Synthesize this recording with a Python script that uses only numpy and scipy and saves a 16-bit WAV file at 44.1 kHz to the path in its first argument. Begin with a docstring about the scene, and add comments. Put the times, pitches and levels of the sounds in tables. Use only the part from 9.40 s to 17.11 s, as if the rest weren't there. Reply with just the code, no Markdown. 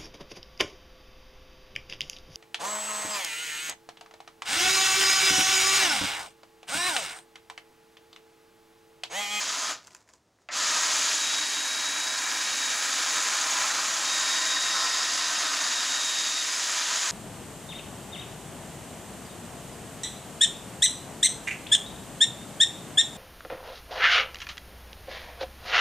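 """A cordless drill spins a long wooden dowel against sandpaper in a gloved hand, in a small wooden shed.
It stops almost at once; the glove scuffs and the dowel and chuck knock lightly. About a second in,
the gears catch with a clack and run on, whirring and whining with the motor's speed, while the grit
hisses and the wood rasps. A thin chirp rises just after four seconds, and the scrape turns briefly
shrill as the hand nears the chuck."""
import sys
import numpy as np
from scipy import signal
from scipy.fft import rfft, irfft, next_fast_len
from scipy.io import wavfile
from scipy.ndimage import map_coordinates

SR = 44100
rng = np.random.default_rng(int(sys.argv[2]) if len(sys.argv) > 2 else 0)


def transcribe(signal):
    """Save signal, clipped to [-1, 1], as a 16-bit WAV file at the path in sys.argv[1]."""
    frames = np.atleast_2d(signal).T
    limited = np.clip(frames, -1, 1)
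    pcm = np.round(limited * 32767).astype(np.int16)
    wavfile.write(sys.argv[1], SR, pcm)


N = 340011

# the motor's pitch at full trigger and its gear-mesh whine: time_s, shaft_hz, whine_db
MOTOR_RUN = [(1.25, 313, -48), (1.6, 316.6, -46), (1.85, 317.8, -37.5), (2.4, 318.8, -37.5),
             (2.68, 320.2, -36.8), (2.92, 316.6, -42.5), (3.2, 316.9, -37.5), (3.62, 315.5, -45),
             (3.8, 314.9, -39.5), (3.95, 314.3, -46), (4.61, 313, -52), (4.68, 313.5, -37),
             (5.2, 314.6, -33), (5.45, 311.8, -37.5), (5.75, 313.7, -42), (6.08, 308.6, -42.5),
             (6.3, 312.2, -39), (6.7, 313.4, -34.3), (7, 312.3, -36), (7.15, 311.6, -48)]
# how squarely the drill's housing faces the listener: time_s, gain_db
FACING = [(0, -4.5), (3.3, -4.5), (4.55, -5), (4.85, 1.5), (5.45, 1.5), (7.7, -4.5)]


def motor():
    """The motor follows the trigger with inertia; gives its share of full speed and its turns so far."""
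    # moves of the trigger finger: start_s, speed_share
    trigger = [(-1, .87), (0.3124, 0.0053), (1.1058, 1), (4.5, .885), (4.5, 1)]
    spin_up_s, coast_s = .034, .04
    t = np.arange(N) / SR
    speed, before = np.zeros(N), 0
    for start_s, share in trigger:
        lag_s = spin_up_s if share > before else coast_s
        speed += (share - before) * (1 - np.exp(-np.maximum(t - start_s, 0) / lag_s))
        before = share
    speed = np.clip(speed, 0, 1)
    shaft_hz, _ = curves(MOTOR_RUN)
    return speed, np.cumsum(speed * shaft_hz) / SR


def gearbox(turns):
    """Gear teeth whirr, louder under load, and ring the drill's housing."""
    # tone colour of the teeth: freq_hz, level_db
    gear_colour = [(60, -40), (130, -26.5), (250, -30), (420, -16), (900, -10.5), (1700, -3), (2080, -3.5),
                   (2350, -2), (2800, -1.5), (3500, 0), (4400, 0), (4950, 1), (5700, -1), (6800, -3),
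                   (9000, -42)]
    # resonances of the housing: pitch_hz, width_hz, level_db
    housing_modes = [(305, 32, -10), (632, 46, -9.5), (1014, 87, -0.5), (1864, 190, 2), (2744, 98, -4),
                     (3950, 260, -3), (4610, 170, 0.5), (4970, 440, 2)]
    facing_db, = curves(FACING)
    # the teeth strike harder once in each turn of the motor
    beat = amp(0.53 * np.cos(2 * np.pi * turns) + 0.72 * wobble(70))
    whirr = coloured(beat * grains(rate=12000, spread_db=1.0), gear_colour)
    housing = ringing(beat * grains(rate=9000, spread_db=0.5), housing_modes)
    housing = unit(below(housing, corner_hz=9000))
    return amp(pressure_db() - 32) * whirr + amp(facing_db - 35.5) * housing


def whine(turns):
    """Gear mesh, shaft and planets sing at multiples of the motor's speed; backlash makes them flutter."""
    # tones of the motor and planet gears: shaft_multiple, level_db
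    orders = [(1, -60.5), (2, -59.5), (2.55, -59), (4, -65), (5, -47), (5.73, -52), (5.8, -50.5),
              (5.93, -50.5), (6, -47.5), (8.6, -55), (13, -63), (21.72, -50), (22.97, -54), (24, -48)]
    teeth = 12
    _, whine_db = curves(MOTOR_RUN)
    facing_db, = curves(FACING)
    flutter_db = 1.3 * wobble(18) + 1.2 * wobble(80)
    slip = .35 * wobble(40) + .1 * wobble(170)
    mesh = amp(whine_db + flutter_db) * np.sin(2 * np.pi * teeth * turns + slip)
    tones = sum(amp(db + 3.2 * wobble(14)) * np.sin(2 * np.pi * order * turns + 0.53 * wobble(22))
                for order, db in orders)
    return np.sqrt(2) * (mesh + amp(facing_db - 2) * tones)


def sanding(speed, turns):
    """Sandpaper scratches the spinning dowel as the hand slides along it."""
    # the hand's place, 0 near the chuck to 1 at arm's length: time_s, reach
    hand_path = [(1.2, .09), (2.2, .95), (3.2, 0.9), (4, 0.55), (5.8, 0.042), (7.7, 0.39)]
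    reach, = curves(hand_path)
    # the slightly bent dowel presses on the paper once in each of its geared-down turns
    gear_ratio = 15
    sway_db = 0.5 * np.sin(2 * np.pi * turns / gear_ratio) + 0.41 * wobble(25)
    return amp(sway_db) * (wood_rasp(reach) + paper_hiss(speed, reach) + shrill_scrape())


def wood_rasp(reach):
    """The dowel's bending modes rasp and boom; the hand's place changes which of them ring."""
    # the wood's colour, hand near the chuck: freq_hz, level_db
    near_colour = [(30, -47), (110, -25), (190, -16), (280, -7.5), (380, -17), (650, -2.5), (880, -3.5),
                   (1020, 4.5), (1120, -2), (1250, 7.5), (1480, 0.5), (1750, -1), (2100, -10), (4000, -36)]
    # the wood's colour, hand far out: freq_hz, level_db
    far_colour = [(30, -48), (110, -26), (190, -19.5), (285, -4.5), (400, -15.5), (600, -8), (850, -3),
                  (1000, 2), (1130, -3.5), (1350, 0.5), (1680, 5.5), (2100, -6.5), (2350, 6.5), (2800, -27)]
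    # strength of the rasp: time_s, level_db
    rasp = [(0, -34.5), (.25, -31.5), (1.2, -31), (1.48, -30.6), (2.1, -36.5), (2.85, -32), (3.1, -34),
            (4.25, -29.5), (4.6, -32.4), (4.9, -31.5), (5.1, -34), (5.4, -30.7), (5.78, -34), (6, -31),
            (7.03, -38), (7.35, -34)]
    normal_db = -33
    rasp_db = curves(rasp)[0] - normal_db
    near = coloured(grains(rate=7000, spread_db=1.5), near_colour)
    far = coloured(grains(rate=7000, spread_db=1.5), far_colour)
    chatter = amp(.6 * wobble(30))
    dowel = chatter * (np.sqrt(1 - reach) * near + np.sqrt(reach) * far)
    # the dowel rings more freely far from the chuck
    wood_db = -38.5 + 1.23 * rasp_db + 2.5 * reach
    # its lowest modes boom almost regardless of the rasp
    boom = below(dowel, corner_hz=540)
    boom_db = -37.5 + .3 * rasp_db + 2 * reach
    return amp(wood_db) * (dowel - boom) + amp(boom_db) * boom


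def paper_hiss(speed, reach):
    """Grit and fine dust hiss, louder under pressure; a quicker dowel sounds brighter."""
    # the grit's coarse hiss: freq_hz, level_db
    grit_colour = [(2000, -33.5), (5000, -20.5), (5900, -4), (6300, 1), (6850, 2), (7450, -1.5),
                   (7950, -6.5), (8200, -11.5), (9500, -32)]
    # the dust's fine hiss: freq_hz, level_db
    dust_colour = [(5000, -43), (8200, 2), (9000, 2.5), (9500, 4.5), (10400, 3.5), (11000, -1),
                   (12100, -10), (13700, -12), (15700, -37)]
    press_db = pressure_db()
    grit_db = -33.5 + 1.05 * press_db + 0.43 * wobble(50)
    dust_db = -45.4 + .7 * press_db + 2 * reach  # shaded when the hand is near the body
    grit = amp(grit_db) * coloured(grains(rate=9000, spread_db=1.0), grit_colour)
    dust = amp(dust_db) * coloured(grains(rate=16000, spread_db=2.0), dust_colour)
    return speed ** 0.52 * grit + speed * dust


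def shrill_scrape():
    """The scrape rings one high resonance as the hand nears the chuck."""
    # the shrill swell: middle_s, length_s, level_db
    swell = [(5.53, .7, -34.5)]
    # its resonance: pitch_hz, width_hz, level_db
    mode = [(5000, 420, 0)]
    scrape = ringing(grains(rate=9000, spread_db=3.0), mode)
    return swells(swell) * unit(below(scrape, corner_hz=9000))


def pressure_db():
    """How hard the hand presses the paper on, in dB above normal."""
    # the hand's pressure: time_s, level_db
    pressure = [(0, -28.5), (.3, -29.5), (1.2, -26.5), (1.58, -25.5), (2.1, -30), (2.62, -31.5),
                (2.85, -30.5), (3.75, -28), (4.2, -27.5), (4.55, -29), (4.78, -27.5), (5.15, -29),
                (7.1, -29.5), (7.5, -28)]
    normal_db = -29
    return curves(pressure)[0] - normal_db


def gear_clack():
    """The gears take up their slack with a clack, and the teeth chatter on after it."""
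    # resonances of the catching gears: pitch_hz, width_hz, level_db
    clack_modes = [(650, 220, -1), (1400, 450, 2), (2050, 360, 4.5), (5000, 1500, -14), (6760, 830, -14)]
    start_s, muffle_hz = 1.0878, 5500
    strike = amp(5.5) * burst(start_s, t60_s=.012)
    rattle = amp(4) * burst(start_s, t60_s=.2)
    clack = ringing(strike + rattle, clack_modes)
    return filtered(clack, lambda hz: 1 / (1 + (hz / muffle_hz) ** 2))  # the gear case dulls the top


def knocks():
    """Dowel and chuck knock lightly while the drill rests: a bright tick, a dry crack and a low body."""
    # the knocks: start_s, strength_db, body_gain_db
    hits = [(.447, -46, -18), (.471, -36, -24), (.478, -41, -16), (.507, -46, -18), (.548, -33.5, -16),
            (.566, -46, -18), (.676, -58, -7), (.689, -46, -14), (0.736, -43, -20), (0.987, -66, -4)]
    # the tick's resonances: pitch_hz, width_hz, level_db
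    tick_modes = [(2600, 380, -5), (4960, 210, 4), (6120, 160, 1), (7000, 220, 1), (7600, 250, -6),
                  (9400, 380, -9)]
    # the crack's colour: freq_hz, level_db
    crack_colour = [(500, -12), (2500, -2), (7500, 0), (11000, -10), (15000, -28)]
    # the body's resonances: pitch_hz, width_hz, level_db
    body_modes = [(620, 120, -8), (1020, 100, 7.5), (1500, 250, 2), (1950, 250, 5)]
    blows, body_blows = np.zeros(N), np.zeros(N)
    for start_s, strength_db, body_gain_db in hits:
        blow = amp(strength_db) * burst(start_s, t60_s=0.0097)
        blows += blow
        body_blows += amp(body_gain_db) * blow
    tick = amp(22.5) * ringing(blows, tick_modes)
    crack = amp(11.5) * filtered(blows, lambda hz: amp(along(crack_colour, hz)))
    body = amp(34.5) * ringing(body_blows, body_modes)
    return tick + crack + body


def glove_scuffs():
    """The paper scuffs faintly on the resting dowel as the glove shifts its grip."""
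    # shifts of grip: middle_s, length_s, level_db
    shifts = [(.5, 0.27, -58), (.72, .13, -65), (1.02, .07, -74)]
    # the scuff's colour: freq_hz, level_db
    scuff_colour = [(200, -7), (700, -1), (2000, -8), (3000, -13), (7000, -6), (12000, -29)]
    friction = amp(2.8 * wobble(59.7)) * grains(rate=1700, spread_db=1.5)
    return swells(shifts) * coloured(friction, scuff_colour)


def chirp():
    """A thin, brief tone climbs away above the mesh whine."""
    # the chirp's swell: middle_s, length_s, level_db
    swell = [(4.35, .14, -41)]
    middle_s, middle_hz, rise_hz_per_s = swell[0][0], 4080, 2800
    hz = middle_hz + rise_hz_per_s * (np.arange(N) / SR - middle_s)
    phase = 2 * np.pi * np.cumsum(hz) / SR + .5 * wobble(120)
    return swells(swell) * np.sqrt(2) * np.sin(phase)


def shed_echo(x):
    """Close wooden walls answer; the echo crossfades from tail to tail as the worker moves."""
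    # the shed's decay: freq_hz, t60_s
    decay = [(150, 0.25), (1500, 0.2), (6000, 0.1), (14000, 0.32)]
    tail_count, delay_samples = 16, 130
    hz, t, noise = signal.stft(rng.standard_normal((tail_count, SR // 3)), SR, nperseg=256)
    fade = amp(-60 * t / along(decay, hz)[:, None])
    _, tails = signal.istft(noise * fade, SR, nperseg=256)
    tails /= np.linalg.norm(tails, axis=1, keepdims=True)
    place = np.linspace(0, tail_count - 1, N)
    shares = np.sqrt(np.clip(1 - np.abs(place - np.arange(tail_count)[:, None]), 0, 1))
    delayed = np.pad(x, (delay_samples, 0))[:N]
    return signal.oaconvolve(shares * delayed, tails, axes=1).sum(axis=0)[:N]


def room_tone():
    """Still air in the shed, with a steady hum and a faint whistle."""
    # hum and whistle: pitch_hz, level_db
    tones = [(107.7, -80.5), (8683, -96), (9090, -100)]
    # the air's colour: freq_hz, level_db
    air_colour = [(25, -35), (58, -3), (85, -7), (106, -7.5), (160, -9.5), (264, -9), (600, -10.5),
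                  (1200, -16.5), (2780, -25.5), (6720, -24), (8000, -29), (10500, -34), (15000, -41)]
    t = np.arange(N) / SR
    hum = sum(amp(db) * np.sqrt(2) * np.sin(2 * np.pi * hz * t + .5 * wobble(10)) for hz, db in tones)
    return hum + amp(-68.5) * coloured(rng.standard_normal(N), air_colour)


def grains(rate, spread_db):
    """Random tiny impacts of uneven size, rate a second, at rms 1."""
    hit = rng.random(N) < rate / SR
    return unit(hit * rng.standard_normal(N) * amp(spread_db * rng.standard_normal(N)))


def burst(start_s, t60_s):
    """A decaying burst of contact noise, at energy 1."""
    t = np.arange(N) / SR - start_s
    x = (t >= 0) * amp(-60 * np.clip(t / t60_s, 0, 10)) * rng.standard_normal(N)
    return x / np.linalg.norm(x)


def swells(rows):
    """Gain of smooth swells, each 12 dB down at its two ends."""
    t = np.arange(N) / SR
    return sum(amp(db - 12 * (2 * (t - middle_s) / length_s) ** 2) for middle_s, length_s, db in rows)


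def wobble(rate):
    """A smooth random curve, rate knots a second."""
    knots = rng.standard_normal(int(N * rate / SR) + 4)
    return map_coordinates(knots, [np.arange(N) * rate / SR])


def curves(rows):
    """One value per sample for each column after the time."""
    time_s, *columns = np.transpose(rows)
    return [np.interp(np.arange(N) / SR, time_s, column) for column in columns]


def along(points, hz):
    """Read (freq_hz, value) points at hz, on a log axis."""
    freq_hz, values = np.transpose(points)
    return np.interp(np.log(hz + 1), np.log(freq_hz + 1), values)


def filtered(x, response):
    """x through a complex frequency response."""
    size = next_fast_len(N + SR // 2)
    return irfft(rfft(x, size) * response(np.fft.rfftfreq(size, 1 / SR)), size)[..., :N]


def coloured(x, colour):
    """x shaped by a spectrum, at rms 1."""
    return unit(filtered(x, lambda hz: amp(along(colour, hz))))


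def ringing(x, modes):
    """x through parallel resonances of alternating polarity."""
    def response(hz):
        return sum((-1) ** k * amp(db) * 1j * hz * width / (pitch ** 2 - hz ** 2 + 1j * hz * width)
                   for k, (pitch, width, db) in enumerate(modes))
    return filtered(x, response)


def below(x, corner_hz):
    """x with its treble cut off steeply."""
    return filtered(x, lambda hz: 1 / (1 + (hz / corner_hz) ** 6))


def amp(db):
    """Decibels to gain."""
    return 10 ** (np.asarray(db) / 20)


def unit(x):
    """Scale to rms 1."""
    return x / np.sqrt(np.mean(x ** 2) + 1e-20)


def scene():
    """The trigger sets the speed, and the speed sets pitch and loudness; both channels are the same."""
    speed, turns = motor()
    drive = speed ** 1.15
    direct = drive * (gearbox(turns) + sanding(speed, turns)) + knocks() + gear_clack() + glove_scuffs()
    mix = direct + amp(-8.5) * shed_echo(direct) + drive * whine(turns) + chirp() + room_tone()
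    return np.array([mix, mix])


def record(dry):
    """Roll off the deepest bass and cut the very top."""
    bass_hz, top_hz = 42, 15740
    return filtered(dry, lambda hz: (hz < top_hz) * hz ** 2 / np.sqrt(hz ** 4 + bass_hz ** 4))


dry = scene()
out = record(dry)
transcribe(out)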